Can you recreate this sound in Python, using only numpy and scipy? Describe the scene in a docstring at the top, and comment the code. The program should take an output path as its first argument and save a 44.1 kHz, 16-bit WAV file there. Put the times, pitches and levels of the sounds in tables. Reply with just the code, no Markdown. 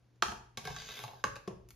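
"""A home kitchen: a fridge hums behind, a low room rumble swells and dips, and hard walls give a short bright
tail. A plastic funnel knocks and rattles on a glass jar, a slotted metal spoon taps and scrapes along a full
steel pot and bumps its rim, fruit thuds softly and small wet ticks sound. Rough pushes ring banks of decaying
sines with a crack of noise and loose clatter; the scrape is dense clicks ringing the damped pot. All is heard
in stereo through the two microphone ports of a phone."""
import sys
import numpy as np
from scipy import signal
from scipy.fft import rfft, irfft
from scipy.io import wavfile
from scipy.ndimage import uniform_filter1d

SR = 44100
rng = np.random.default_rng(int(sys.argv[2]) if len(sys.argv) > 2 else 0)


def materialize(psi):
    """Save the field psi as 16-bit PCM at rate SR to the path in sys.argv[1].

    A 1-D psi becomes a single channel; in a 2-D psi each row is a channel.
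    """
    bounded = np.clip(np.atleast_2d(psi).T, -1, 1)
    quanta = np.round(bounded * 32767).astype(np.int16)
    wavfile.write(sys.argv[1], SR, quanta)


N = 77175
T = np.arange(N) / SR  # s


def undb(db):
    """Decibels to gain."""
    return 10 ** (np.asarray(db) / 20)


def decay(t, t60):
    """Exponential fall of 60 dB in t60 seconds."""
    return 1000.0 ** (-t / t60)


def unit(x):
    """Scale to rms 1."""
    return x / np.sqrt(np.mean(x ** 2) + 1e-20)


def at(table, hz):
    """Read a table of frequency and value along a log frequency axis."""
    table = np.array(table)
    return np.interp(np.log(hz + 1), np.log(table[:, 0]), table[:, 1])


def colour(x, table):
    """Equalise by a table of frequency and dB, without phase shift."""
    gain = undb(at(table, np.fft.rfftfreq(N, 1 / SR)))
    return irfft(rfft(x) * gain, N)


def band(x, lo, hi):
    """Band-pass between two frequencies in Hz."""
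    lo = max(lo, 10)
    sos = signal.butter(2, [lo, max(hi, lo + 1)], "band", fs=SR, output="sos")
    return signal.sosfilt(sos, x)


def curve(table, column):
    """Gain over time from a dB column."""
    table = np.array(table)
    return undb(np.interp(T, table[:, 0], table[:, column]))


def walk(rate):
    """Random levels held for 1 / rate seconds, then smoothed."""
    hold = int(SR / rate)
    steps = np.repeat(rng.standard_normal(N // hold + 1), hold)
    return uniform_filter1d(steps, hold)[:N]


# Spectrum of the air. Each row: frequency in Hz, relative density in dB per Hz.
AIR_COLOUR = [(80, -30), (140, -6), (270, -8), (560, -15), (1030, -21), (2530, -27), (7000, -32),
              (15000, -42)]


def air():
    """Quiet air of the room: coloured noise, weaker in the side."""
    noise = colour(rng.standard_normal((2, N)), AIR_COLOUR)
    level = band(noise[0], 150, 15000).std()
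    return undb(-72) * noise / level * undb([[0], [-6]])


# Fridge hum over time. Each row: time in seconds, level in dB.
HUM_LEVEL = [(0.0, -70), (0.336, -59), (0.51, -66), (0.686, -54), (0.716, -65), (0.998, -65),
             (1.062, -47.5), (1.11, -63), (1.656, -60), (1.75, -64)]
# Low rumble over time. Each row: time in seconds, level in dB.
RUMBLE_LEVEL = [(0.0, -62), (0.092, -79), (0.19, -73), (0.276, -52), (0.554, -70), (0.642, -57),
                (0.672, -69), (0.706, -52), (0.93, -66), (0.96, -78), (1.042, -65), (1.222, -68),
                (1.276, -50), (1.524, -70), (1.568, -58), (1.75, -61)]


def narrow_noise(hz, width_hz):
    """Noise in a narrow band makes a wavering tone; the side is 14 dB down."""
    noise = rng.standard_normal((2, N))
    return unit(band(noise, hz - width_hz / 2, hz + width_hz / 2)) * undb([[0], [-14]])


def hum_and_rumble():
    """Wavering fridge hum and a low room rumble that swells and dips, nearly alike on both sides."""
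    hum_hz = 120.4
    steady = np.sqrt(2) * np.sin(2 * np.pi * hum_hz * T) * undb([[0], [-16]])
    hum = steady + 0.4 * narrow_noise(hum_hz, width_hz=5)
    return curve(HUM_LEVEL, 1) * hum + curve(RUMBLE_LEVEL, 1) * narrow_noise(61, width_hz=36)


# Decay of the tail. Each row: frequency in Hz, time to fall 60 dB in seconds.
ROOM_T60 = [(100, 0.5), (400, 0.48), (1200, 0.45), (3000, 0.41), (7000, 0.35), (14000, 0.37)]
# Tail before its build-up. Each row: frequency in Hz, energy against the direct sound in dB.
ROOM_DB = [(100, -1), (400, -7), (1200, -9), (3000, -7), (7000, -6), (14000, -4)]
# Width of the tail. Each row: frequency in Hz, side against mid in dB.
ROOM_SIDE_DB = [(100, -8), (300, -11), (700, 3), (1500, 1), (3000, -3.5), (6000, 1.5), (14000, -10)]
# Echoes from the tiles and the hood. Each row: delay in seconds, level in dB.
ECHOES = [(.0045, -11), (.0095, -12)]


def room(x):
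    """Hard walls: a noise tail that builds up fast and fades band by band, plus two early echoes."""
    t, tail = T[:SR], 0
    build_s = 0.0038
    for hz in 90 * 2 ** np.arange(0, 7.6, 0.5):
        noise = band(rng.standard_normal((2, SR)), hz / 1.19, hz * 1.19)
        t60 = at(ROOM_T60, hz)
        level = undb(at(ROOM_DB, hz) + np.array([[0], [at(ROOM_SIDE_DB, hz)]]))
        per_energy = np.sqrt(2 * np.log(1000) / t60 / SR)  # gives the decay unit energy
        tail = tail + level * per_energy * noise * decay(t, t60)
    tail = tail * (1 - np.exp(-(t / build_s) ** 2))
    for k, (delay_s, db) in enumerate(ECHOES):
        tail[:, int(delay_s * SR)] += undb(db) * np.array([1, 0.5 * (-1) ** k])  # alternate sides
    return signal.fftconvolve(x[None], tail, axes=1)[:, :N]


def ring(modes, lo, hi, damp=0.86):
    """Sum of decaying sines for the modes from lo to hi; neighbours swing in opposite sense."""
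    t = T[:SR // 3]
    out = 0 * t
    for k, (hz, db, t60) in enumerate(modes):
        if lo <= hz < hi:
            out += (-1) ** k * undb(db) * np.sin(2 * np.pi * hz * t) * decay(t, damp * t60)
    return out


# Bands in which each hit is levelled. Each row: lower edge in Hz, upper edge in Hz.
BANDS_HZ = [(110, 300), (300, 650), (650, 1000), (1000, 1900), (1900, 2900), (2900, 7500), (7500, 15500)]
# Colour of the clatter. Each row: frequency in Hz, level against the blow in dB, before the kind of hit's own.
CLATTER = [(200, -4), (500, 1), (850, 3), (1400, -9), (2400, 1), (5000, -6), (11000, -7)]


def hits(events, modes, contact_ms, crack_db, crack_t60, clatter_db, clatter_t60):
    """A short rough push rings the modes and adds a crack of noise, band by band; loose things clatter on."""
    push_rough, first_touch = 0.4, 3.0
    clatter_per_s, clatter_build_s, clatter_side_db = 1300, 0.008, 1.5
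    crack_tilt_db = 3.0  # per octave above 1 kHz
    t, head = T[:SR // 3], SR // 100  # the first 10 ms set the level
    out = np.zeros((2, N + SR))
    fade = (1 - np.exp(-t / clatter_build_s)) * decay(t, clatter_t60) * undb([[0], [clatter_side_db]])
    for start_s, *bands_db, pan_db in events:
        i = int(start_s * SR)
        push = np.exp(-t / (contact_ms / 1000)) * (1 + push_rough * rng.standard_normal(len(t)))
        push[0] += first_touch
        place = np.array([[1], [(undb(pan_db) - 1) / (undb(pan_db) + 1)]])  # mid and side
        grains = rng.random((2, len(t))) < clatter_per_s / SR
        grains = grains * rng.standard_normal((2, len(t)))
        for (lo, hi), db in zip(BANDS_HZ, bands_db):
            tone = band(signal.fftconvolve(push, ring(modes, lo, hi))[:len(t)], lo, hi)
            tone = tone / (tone[:head].std() + 1e-12)
            crack = band(rng.standard_normal(len(t)) * decay(t, crack_t60), lo, hi)
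            crack_gain = undb(crack_db + crack_tilt_db * max(np.log2(hi / 1000), 0))
            blow = tone + crack_gain * crack / crack[:head].std()
            blow = blow / blow[:head].std() * place
            clatter_gain = undb(clatter_db + at(CLATTER, np.sqrt(lo * hi)))
            clatter = clatter_gain * unit(band(grains, lo, hi)) * fade
            out[:, i:i + len(t)] += undb(db) * (blow + clatter)
    return out[:, :N]


# Wet ticks. Each row: start in seconds, level in dB in each of the seven bands, left over right in dB.
TICKS = [(.158, -74, -79, -84, -84, -84, -82, -97, 1.1), (1.6876, -72, -76, -78, -75, -70, -65, -60, .6),
         (1.7057, -68, -68, -70, -63, -63, -58, -56, 1.9)]


def wet_ticks():
    """Small wet ticks: bursts of noise with no ringing body."""
    return hits(TICKS, [], contact_ms=3.0, crack_db=10, crack_t60=0.025, clatter_db=-20, clatter_t60=0.2)


# Fruit thuds. 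Each row: start in seconds, level in dB in each of the seven bands, left over right in dB.
THUDS = [(1.476, -39, -34, -48, -45, -55, -52, -67, -.6)]
# Modes of the fruit. Each row: frequency in Hz, level in dB, t60 in seconds before damping.
FRUIT = [(194, 0, .07), (366, 4, .13), (530, -6, .05), (684, 1, .05), (1085, 1, .1)]


def fruit_thuds():
    """A long soft contact rings a few low modes."""
    return hits(THUDS, FRUIT, contact_ms=6.0, crack_db=-13, crack_t60=0.04, clatter_db=-11, clatter_t60=0.38)


def stove_thump():
    """A falling tone as the hardest bump spreads through the stove top."""
    start_s, level_db, t60_s = 1.243, -40, 0.25
    from_hz, to_hz, fall_s = 400, 70, 0.012
    t = np.maximum(T - start_s, 0)
    turns = to_hz * t + (from_hz - to_hz) * fall_s * (1 - np.exp(-t / fall_s))
    return undb(level_db) * np.sin(2 * np.pi * turns) * decay(t, t60_s)


# Rim bumps. 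Each row: start in seconds, level in dB in each of the seven bands, left over right in dB.
BUMPS = [(1.038, -51, -58, -42, -45, -52, -48, -53, -1.1), (1.079, -62, -66, -54, -57, -55, -60, -73, -1.1),
         (1.111, -62, -64, -53, -62, -67, -67, -72, -3.5), (1.134, -65, -66, -52, -64, -69, -69, -72, -3.0),
         (1.24, -48, -35, -41, -25, -42, -37, -49, -2.5), (1.269, -52, -47, -56, -47, -60, -60, -72, .1),
         (1.364, -62, -49, -55, -55, -56, -54, -63, .1)]
# Modes of the rim. Each row: frequency in Hz, level in dB, t60 in seconds before damping.
RIM = [(125, 0, .12), (420, -14, .06), (565, 2, .055), (845, 0, .05), (1070, -5, .02), (1190, 1, .015),
       (1340, -6, .014), (1650, -7, .02), (2200, -6, .015), (2500, -3, .015), (2800, 0, .02),
       (3450, -5, .015), (4110, -4, .02), (4830, -3, .03), (6400, -3, .04)]


def rim_bumps():
    """The spoon bumps the pot's rim: a brief contact rings the rim modes."""
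    return hits(BUMPS, RIM, contact_ms=1.1, crack_db=-10, crack_t60=0.02, clatter_db=-10, clatter_t60=0.3)


# Modes of the full pot. Each row: frequency in Hz, level in dB, t60 in seconds before damping.
POT = [(158, 0, .18), (425, 0.5, .09), (540, -2, .07), (750, 1, 0.09), (821, 1.5, .05), (1120, -3, .08),
       (1598, 1, .08), (1724, -2, .05), (2174, -2, .04), (2650, -2, .035), (3300, -5, .035),
       (3600, -4, .035), (3820, 5, .02), (4120, -6, .04), (4700, -6, .05), (5230, -6, .05), (6500, -7, .05)]
# Scrape over time. Each row: time in seconds, then level in dB of the middle, lower and treble band.
SCRAPE = [(.62, -58, -58, -60), (.66, -51, -58, -57), (.72, -51, -60, -61), (.8, -48, -66, -61),
          (.87, -48, -64, -57), (.94, -46, -66, -53), (1.0, -49, -63, -52), (1.05, -53, -60, -54),
          (1.09, -60, -58, -66), (1.14, -63, -60, -68), (1.23, -63, -65, -70)]


def pot_scrape():
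    """Stick and slip: dense clicks ring the damped pot, with hiss; as the contact moves, other modes come up."""
    slips_per_s, slip_scatter_db, hiss_db, damp = 3000, 2.2, -0.5, 0.5
    shifts_per_s, patchy_db, tilt_db = 30, 5.5, 1.2  # tilt per octave
    slips = (rng.random(N) < slips_per_s / SR) * rng.choice([-1, 1], N)
    slips = slips * undb(slip_scatter_db * rng.exponential(size=N))
    out = 0
    for column, (lo, hi) in enumerate([(1400, 7500), (300, 1400), (7500, 15500)], start=1):
        tone = 0 * T
        for mode in POT:
            hz = mode[0]
            if lo <= hz < hi:
                drive = slips * undb(patchy_db * walk(shifts_per_s) + tilt_db * np.log2(hz))
                tone = tone + signal.fftconvolve(drive, ring([mode], lo, hi, damp))[:N]
        hiss = undb(hiss_db) * unit(band(slips, lo, hi))
        out = out + curve(SCRAPE, column) * unit(unit(tone) + hiss)
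    fade_s = 0.025
    from_ends_s = np.minimum(T - SCRAPE[0][0], SCRAPE[-1][0] - T)
    return out * np.clip(from_ends_s / fade_s, 0, 1)


# Spoon taps. Each row: start in seconds, level in dB in each of the seven bands, left over right in dB.
TAPS = [(.573, -47, -53, -49, -47, -45, -40, -48, -.9), (.5765, -43, -52, -49, -52, -52, -44, -55, -.9),
        (.652, -47, -49, -51, -45, -49, -47, -52, -.8), (.672, -45, -46, -39, -42, -47, -45, -56, -1.7),
        (.703, -46, -52, -56, -54, -54, -54, -66, -1.0), (.763, -60, -66, -54, -44, -52, -45, -64, .1),
        (.819, -66, -64, -64, -52, -54, -52, -62, 1.1), (.888, -66, -56, -59, -51, -52, -51, -63, 1.5),
        (.969, -67, -66, -60, -55, -52, -52, -60, 1.3), (.991, -60, -54, -53, -54, -49, -51, -57, -.1),
        (1.356, -62, -56, -62, -48, -52, -53, -62, .6)]


def pot_taps():
    """The spoon taps the full pot and rings its modes."""
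    return hits(TAPS, POT, contact_ms=3.0, crack_db=-8, crack_t60=0.03, clatter_db=-7, clatter_t60=0.28)


# Funnel knocks. Each row: start in seconds, level in dB in each of the seven bands, left over right in dB.
KNOCKS = [(.223, -50, -38, -35.5, -22, -37, -28.5, -44, -3.0),
          (.282, -47, -50, -47, -45, -53, -48, -56, 2.0), (.319, -54, -51, -45, -50, -55, -56, -67, -1.0)]
# Modes of the glass jar. Each row: frequency in Hz, level in dB, t60 in seconds before damping.
JAR = [(213, 0, 0.063), (361, 8.5, .13), (480, 0, .04), (600, -1, .03), (716, -2, .05), (850, -2, .04),
       (954, 0, .03), (1155.5, -3, .03), (1275, 1.5, .022), (1575, 3, .012), (1780, -6, .015),
       (2350, -8, .02), (2650, 0, .025), (2850, -4, .02), (3025, -3, .02), (3220, 1, .025), (3500, -5, .02),
       (3750, -5, .02), (4240, -8, .03), (4980, -8, .03), (6000, -8, .03)]


def jar_knocks():
    """The plastic funnel knocks on the glass: a brief contact rings the jar and a rattle follows."""
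    return hits(KNOCKS, JAR, contact_ms=1.1, crack_db=-11, crack_t60=0.025, clatter_db=-6, clatter_t60=0.38)


# Direct sound fed to the side. Each row: frequency in Hz, level against mid in dB.
DIRECT_SIDE_DB = [(150, -22), (500, -11.5), (1200, -6), (3000, -22.5), (6000, 2), (9000, -5.5)]
# Treble cancelling in the sum of the two ports. Each row: frequency in Hz, gain in dB.
MID_PORT = [(6500, -3), (7600, -10), (8000, -27.5), (8900, -17.5), (9600, -9), (10500, -4.5), (13800, -8.5),
            (14800, -26)]
# Treble cancelling in the difference of the two ports. Each row: frequency in Hz, gain in dB.
SIDE_PORT = [(7000, -4), (10300, 4), (11200, -14), (13000, -16), (13800, -4), (16000, 2)]


def scene():
    """Sum the sources as mid and side, then turn them into left and right through the ports."""
    port_lag_s = 0.0002
    mid, side = wet_ticks() + fruit_thuds() + rim_bumps() + pot_taps() + jar_knocks()
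    mid = mid + pot_scrape() + stove_thump()
    side = side + colour(np.interp(T - port_lag_s, T, mid), DIRECT_SIDE_DB)
    mid, side = np.array([mid, side]) + room(mid) + hum_and_rumble() + air()
    mid, side = colour(mid, MID_PORT), colour(side, SIDE_PORT)
    return np.array([mid + side, mid - side])


def record(dry):
    """The phone cuts the top with a steep low-pass."""
    top_hz = 16200
    return signal.sosfilt(signal.ellip(8, 0.2, 70, top_hz, fs=SR, output="sos"), dry)


dry = scene()
out = record(dry)
materialize(out)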